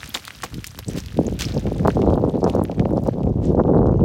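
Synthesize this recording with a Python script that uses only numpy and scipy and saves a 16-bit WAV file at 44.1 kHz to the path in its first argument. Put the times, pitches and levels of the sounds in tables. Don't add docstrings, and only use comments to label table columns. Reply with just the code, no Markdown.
import sys
import numpy as np
from scipy import signal
from scipy.fft import rfft, irfft
from scipy.io import wavfile
from scipy.ndimage import uniform_filter1d

SR = 44100
rng = np.random.default_rng(int(sys.argv[2]) if len(sys.argv) > 2 else 0)


def dump_mix(stems):
    frames = np.atleast_2d(stems).T
    limited = np.clip(frames, -1, 1)
    pcm = np.round(limited * 32767).astype(np.int16)
    wavfile.write(sys.argv[1], SR, pcm)


N = 178472
TIME = np.arange(N) / SR
TOP_HZ = 16000

# t/s, level before the eddy trims/dB, half length/s,
# small eddies relative to the large/dB
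WIND_PUFFS = [(0.075, -36.5, 0.02, -34), (0.567, -28, 0.025, -26), (0.78, -40.5, .025, -22),
              (0.889, -23.5, 0.012, -10.5), (0.959, -25.5, 0.024, -9.5), (1.194, -16, 0.017, -21),
              (1.263, -21.5, 0.023, -7), (1.329, -23, 0.019, -17), (1.471, -22.5, 0.017, -18),
              (1.571, -17.5, 0.017, -9), (1.671, -20, 0.021, -8), (1.809, -18, 0.0098, -11),
              (1.856, -16, 0.0078, -5), (1.887, -16, 0.013, -4), (1.985, -17, 0.028, -5.5),
              (2.029, -19.5, 0.012, -1), (2.102, -24, 0.042, 3), (2.182, -16.5, 0.0072, -3.5),
              (2.264, -26, 0.044, 2.5), (2.371, -23.5, 0.034, -2.5), (2.457, -21, .029, 4.5),
              (2.579, -22, 0.025, 3), (2.615, -19.5, 0.011, -3), (2.701, -26, 0.0091, 2.5),
              (2.809, -15, 0.022, -8), (2.954, -20, 0.082, -5), (3.072, -23.5, 0.011, -1.5),
              (3.206, -28, 0.072, -0.5), (3.285, -18, 0.046, -12.5), (3.38, -18, 0.011, -26),
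              (3.496, -15.5, 0.035, -12.5), (3.595, -13.5, 0.014, -0.5), (3.7, -19.5, .015, -2.5),
              (3.768, -15, 0.035, -6), (3.914, -17, 0.044, -5.5), (4.028, -11.5, 0.018, -19.5)]
# t/s, peak at the microphone/dB, f/Hz
HARD_BUFFETS = [(0.973, -17, 256), (1.189, -4, 338), (1.193, -9, 172), (1.211, -12.5, 293),
                (1.279, -12.5, 287), (1.324, -18, 294), (1.569, -14, 366), (1.719, -14.5, 360),
                (1.850, -10, 530), (1.855, -4.5, 454), (1.861, -9.5, 590), (1.881, -2, 600),
                (1.885, -10, 258), (1.969, -9, 420), (2.036, -6, 257), (2.074, -4.5, 375), (2.086, -9, 380),
                (2.132, -7, 394), (2.175, -10, 290), (2.238, -5.5, 376), (2.355, -10, 283),
                (2.429, -14, 410), (2.450, -27, 414), (2.549, -10.5, 430), (2.856, -8.5, 420),
                (2.934, -8.5, 293), (2.978, -8.5, 402), (3.083, -11.5, 408), (3.086, -6.5, 357),
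                (3.273, -10.5, 280), (3.547, -9.5, 330), (3.576, -17.5, 454), (3.588, -15.5, 363),
                (3.599, -6, 405), (3.61, -6, 248), (3.649, -10, 340), (3.692, -9.5, 376), (3.752, -9, 380),
                (3.762, -11.5, 350), (3.791, -8.5, 363), (3.844, -11.5, 360), (3.857, -9, 423),
                (3.994, -14, 441), (4.029, -9.5, 221)]
# t/s, crunch level/dB, rise/s, decay/s, dull thud relative to the crunch/dB
ROCK_LANDINGS = [(0.137, -30.5, 0.022, 0.014, 0), (0.436, -24.5, 0.0005, 0.0098, 1.5),
                 (0.665, -45, .001, 0.01, -4), (0.788, -28.5, 0.0004, 0.0065, -3),
                 (0.952, -32, 0.033, 0.014, -13), (1.39, -27, 0.00082, 0.039, -48),
                 (1.406, -23, 0.00082, 0.0022, -9), (1.418, -22.5, 0.0016, 0.0073, -22),
                 (2.466, -48.5, 0.013, 0.047, 13), (3.045, -55, 0.026, 0.019, -17),
                 (3.41, -47.5, 0.035, 0.05, -8)]


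def undb(db):
    return 10 ** (np.asarray(db) / 20)


def decibels(power):
    return 10 * np.log10(power)


def curves(table):
    times, *columns = np.transpose(table)
    return [np.interp(TIME, times, column) for column in columns]


def bells(times, half_s):
    distance = TIME - np.reshape(times, (-1, 1))
    return np.exp(-(distance / np.reshape(half_s, (-1, 1))) ** 2)


def push(start, rise_s, decay_s):
    age = TIME - start
    return np.clip(age / rise_s, 0, 1) * np.exp(-np.maximum(age - rise_s, 0) / decay_s)


def steady(x, span_s):
    size = max(int(span_s * SR), 3)
    power = uniform_filter1d(uniform_filter1d(x ** 2, size), size)
    return x / np.sqrt(power + 1e-12)


def colour(x, points):
    hz, db = np.transpose(points)
    f = np.maximum(np.fft.rfftfreq(1024, 1 / SR), 1)
    log_gain = np.log(undb(np.interp(np.log(f), np.log(hz), db)))
    cepstrum = irfft(log_gain)
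    cepstrum[1:512] *= 2
    cepstrum[513:] = 0
    response = irfft(np.exp(rfft(cepstrum)))
    return signal.fftconvolve(x, response / np.linalg.norm(response))[:N]


def place(times, shapes):
    starts = (np.asarray(times) * SR).astype(int)
    index = starts[:, None] + np.arange(shapes.shape[1])
    inside = (index >= 0) & (index < N)
    return np.bincount(index[inside], shapes[inside], N)


def eddies(hz, turn, sweep=0.97, steep=1.062, lean=2.52, size=2048):
    f = np.maximum(np.fft.rfftfreq(size, 1 / SR), 1) / hz[:, None]
    strength = (f * np.exp(-f ** steep / steep)) ** lean
    phase = 2 * np.pi * (turn[:, None] - sweep * np.log(f))
    centred = np.fft.fftshift(irfft(strength * np.exp(1j * phase)), axes=1)
    pulses = centred * signal.windows.tukey(size)
    return pulses / np.abs(pulses).max(axis=1, keepdims=True)


def turbulence(db, hz, octaves_per_db, spread, scatter_db, span_s, count, size):
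    when, turn, pitch, strength = rng.uniform(-1.024, 1, (count, 4)).T
    times = (np.arange(count) + 2 * when) / count * N / SR
    below_peak_db = np.maximum(db - db.max(), -17)
    speed = 2 ** (octaves_per_db * np.interp(times, TIME, below_peak_db))
    pulses = eddies(hz * speed * np.exp(spread * pitch), turn, size=size)
    pulses *= undb(scatter_db * strength)[:, None]
    return undb(db) * steady(place(times - size / 2 / SR, pulses), span_s)


def puff_power(offset_db=0, stretch=1):
    times, db, half_s, _ = np.transpose(WIND_PUFFS)
    return undb(db + offset_db) ** 2 @ bells(times, stretch * half_s)


def wind(large_db=-1, small_db=-1, puff_rumble_db=-12, rumble_stretch=2.5, calm_db=5, calm_s=0.0012):
    # t/s, level of the eddies before trims/dB, level of the deep rumble/dB
    gusts = [(.08, -53, -42.5), (.26, -49.5, -55), (.54, -47.5, -36), (.72, -52.5, -42), (.9, -50, -35),
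             (1.12, -39, -33.5), (1.5, -30.5, -29.5), (1.93, -22.5, -27.5), (2.08, -21.5, -19),
             (2.3, -21.5, -36), (2.52, -22.5, -32), (2.72, -25, -39), (3.12, -27, -29), (3.38, -25.5, -22),
             (3.66, -18, -36), (3.82, -16.5, -20), (3.96, -26, -16.5), (4.05, -18.5, -28)]
    lull_times = [1.612, 1.916, 1.942, 2.317, 2.41, 2.676, 2.756, 3.01, 3.115, 3.333, 3.629]
    lull_db, lull_half_s = -10.5, 0.014
    fine_share_db, fine_ref_db, fine_growth = -8, -27.5, 0.39
    blow, deep = curves(gusts)
    fine = blow + fine_share_db + fine_growth * (blow - fine_ref_db)
    rumble = decibels(undb(deep) ** 2 + puff_power(puff_rumble_db, rumble_stretch))
    large = decibels(undb(blow) ** 2 + puff_power())
    small = decibels(undb(fine) ** 2 + puff_power(np.array(WIND_PUFFS)[:, 3]))
    calm = bells(np.array(HARD_BUFFETS)[:, 0], calm_s).max(axis=0)
    lull = bells(lull_times, lull_half_s).max(axis=0)
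    churn = turbulence(large + large_db, 197.0, 0.023, 0.27, 5.1, 0.033, count=600, size=4096)
    churn += turbulence(small + small_db, 424.5, 0.023, 0.3, 5.5, 0.042, count=1100, size=2048)
    swell = turbulence(rumble, 68.7, 0.0058, 0.15, 4.4, 0.085, count=200, size=8192)
    return swell + undb(lull_db * lull - calm_db * calm) * churn


def buffets(size=2048):
    times, db, hz = np.transpose(HARD_BUFFETS)
    knocks = eddies(hz, rng.random(len(times)), size=size) * undb(db)[:, None]
    return place(times - size / 2 / SR, knocks)


def gravel(scatter_db, ring_s, count, size=96):
    when, pitch, luck, turn = rng.random((count, 4)).T
    t = np.arange(size) / SR
    tones = np.sin(2 * np.pi * (TOP_HZ * pitch[:, None] * t + turn[:, None]))
    grains = tones * np.exp(-t / ring_s)
    strength = undb(-scatter_db * np.log(np.maximum(luck, .004)))
    x = place(when * N / SR, grains * strength[:, None])
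    return x / np.std(x)


def dust(near_db=-56, fade_db_per_s=6.0):
    grit = gravel(2.5, .0003, count=14000)
    sizzle = colour(grit, [(2000, -21), (7000, 1.5), (13000, -0.5), (16000, -9.0)])
    return undb(near_db - fade_db_per_s * TIME) * sizzle


def flow():
    # t/s, level before layer trims/dB
    rustle = [(0, -43), (.7, -51), (1.7, -49.5), (2.2, -56), (2.75, -57.5), (3.35, -63), (4.05, -63)]
    # t/s, level before layer trims/dB
    slides = [(0, -52), (.26, -49), (.89, -42), (1.40, -40.5), (1.47, -38.5), (1.56, -52), (1.88, -48),
              (2.46, -50.5), (3.04, -52), (3.43, -56)]
    power = undb(curves(rustle)[0]) ** 2
    for start, db in slides:
        power = power + (undb(db) * push(start, rise_s=0.018, decay_s=0.067)) ** 2
    return np.sqrt(power)


def snaps(times, db, hz, width, ring_s=0.00023, rattle_s=0.0048, rattle_db=-19, size=768):
    t = np.arange(size) / SR
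    envelope = np.exp(-t / ring_s) + undb(rattle_db) * np.exp(-t / rattle_s)
    cracks = rng.standard_normal((len(times), size)) * envelope
    f = np.maximum(np.fft.rfftfreq(size, 1 / SR), 1) / hz[:, None]
    resonance = 1 / (1 + 1j * (f - 1 / f) / width[:, None]) ** 2
    rings = irfft(rfft(cracks) * resonance)
    return place(times, rings * (undb(db) / np.abs(rings).max(axis=1))[:, None])


def trickle(hiss_db=-4, sand_db=-3, pebble_db=3.5, range_db=12, pebble_hz=4600, spread=0.49, count=620):
    # f/Hz, relative level/dB
    trickle_colour = [(200, -1.5), (600, 1), (1500, 5.5), (3200, 3), (6200, -2), (9500, -24.5),
                      (16000, -13)]
    grass = colour(rng.standard_normal(N), trickle_colour)
    sand = colour(gravel(4.85, 0.00044, count=5000), trickle_colour)
    when, mass, damping = rng.random((count, 3)).T
    hz = pebble_hz * np.exp(spread * rng.standard_normal(count))
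    peak_db = pebble_db + range_db * mass ** 2
    width = .3 + .8 * damping
    pebbles = snaps(when * N / SR, peak_db, hz, width, ring_s=0.00074, rattle_db=-17)
    return flow() * (undb(hiss_db) * grass + undb(sand_db) * sand + pebbles)


def chips():
    # t/s, peak level/dB, f/Hz, bandwidth of each resonance stage as a share of the pitch
    chip_table = [(0.042, -22, 3400, 1.5), (.059, -25, 5300, 1.3), (0.093, -23, 13000, 0.7),
                  (.144, -11, 2780, 1.3), (0.148, -8, 3600, .35), (0.147, -20, 7150, 0.054),
                  (0.141, -22, 12000, 0.93), (0.1539, -13.5, 1110, 1.37), (0.173, -17.5, 2400, 0.7),
                  (.252, -19, 5370, 2.6), (.275, -27, 4220, 0.7), (0.2795, -17.5, 2040, 1.2),
                  (0.423, -16.5, 3000, 1.8), (.434, -13.5, 1470, 0.5), (0.543, -19.5, 4100, 1.2),
                  (0.6432, -15, 2970, 1.3), (0.668, -13.5, 12000, 4.8), (0.673, -16, 6960, 1.1),
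                  (.789, -17.5, 13500, 0.5), (.883, -20, 5600, 0.44), (.884, -25.5, 7940, 0.091),
                  (0.934, -22.5, 4000, 3), (1.003, -21.5, 5800, 0.54), (1.061, -21.5, 4260, 1.1),
                  (1.173, -24, 3770, 1.3), (1.267, -23, 6440, 0.19), (1.409, -11, 3280, 1.1),
                  (1.444, -16.5, 2980, 0.55), (1.452, -19.5, 5350, 0.21), (1.486, -23.5, 3880, 0.38),
                  (1.668, -25.5, 2160, 0.7), (1.796, -26, 1570, 0.58), (1.875, -18.5, 3160, 2.2),
                  (1.903, -18.5, 1880, 0.6), (2.018, -25, 2500, 0.48), (2.140, -30, 3520, 0.43),
                  (2.296, -32.5, 3400, 0.64), (2.442, -20.5, 5950, 0.41), (2.498, -18.5, 2960, 0.67),
                  (2.501, -26, 9000, 1.3), (2.553, -27, 5500, 1.2), (2.638, -22, 11400, 0.52),
                  (2.652, -23, 2050, 0.99), (2.715, -27, 3140, 0.65), (2.796, -19.5, 2100, 0.75),
                  (2.854, -27.5, 1920, 0.76), (2.973, -31, 4820, 0.5), (3.037, -31, 12000, 1.7),
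                  (3.074, -31, 6500, 2.9), (3.233, -34, 2900, 0.64), (3.455, -30.5, 6900, 0.33),
                  (3.868, -36, 3850, 0.73)]
    return snaps(*np.transpose(chip_table))


def booms():
    soil_hz, soil_decay_s, soil_db = 176, 0.011, -15
    times, db, _, _, thud_db = np.transpose(ROCK_LANDINGS)
    age = np.maximum(TIME - times[:, None], 0)
    swings = np.sin(2 * np.pi * soil_hz * age) * np.exp(-age / soil_decay_s)
    return undb(db + thud_db + soil_db) @ swings


def far(x, edge_hz=7700, loss_db_per_s=6.5):
    low = signal.sosfiltfilt(signal.butter(2, edge_hz, fs=SR, output="sos"), x)
    return low + undb(-loss_db_per_s * TIME) * (x - low)


def landings():
    # f/Hz, relative level/dB
    crunch_colour = [(200, -40.5), (600, -17), (1500, -4.5), (3200, -3), (6000, -5), (8000, -6.5),
                     (10000, -11.5), (16000, -8.5)]
    soil_colour = [(60, -3), (250, 16.5), (1100, 14.0), (2500, -51), (8000, -57)]
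    crush, thump = np.zeros(N), np.zeros(N)
    for start, db, rise_s, decay_s, thud_db in ROCK_LANDINGS:
        force = undb(db) * push(start, rise_s, decay_s)
        crush += force
        thump += force * undb(thud_db)
    crunch = steady(colour(gravel(3.9, 0.00005, count=24000), crunch_colour), 0.011)
    soil = steady(colour(gravel(3.2, 0.00015, count=24000), soil_colour), 0.0043)
    return crush * far(crunch) + thump * soil


def scene():
    rock = landings() + booms()
    debris = chips() + trickle() + dust()
    return (rock + debris + wind() + buffets())[None]


def record(dry, low_hz=46, ceiling=1.05, fade_s=.006):
    # f/Hz, Q, level of the added ring/dB
    housing = [(176, 7.2, -11), (488, 5.6, -8)]
    thinned = signal.sosfilt(signal.butter(4, low_hz, "high", fs=SR, output="sos"), dry)
    ring = sum(undb(db) * signal.lfilter(*signal.iirpeak(hz, q, fs=SR), thinned) for hz, q, db in housing)
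    swing = (thinned + ring) / ceiling
    rounded = ceiling * swing / (1 + swing ** 4) ** (1 / 4)
    fade = np.clip((TIME[-1] - TIME) / fade_s, 0, 1) ** 2
    top_cut = signal.ellip(8, .2, 70, TOP_HZ, fs=SR, output="sos")
    return signal.sosfilt(top_cut, rounded * fade)


dry = scene()
out = record(dry)
dump_mix(out)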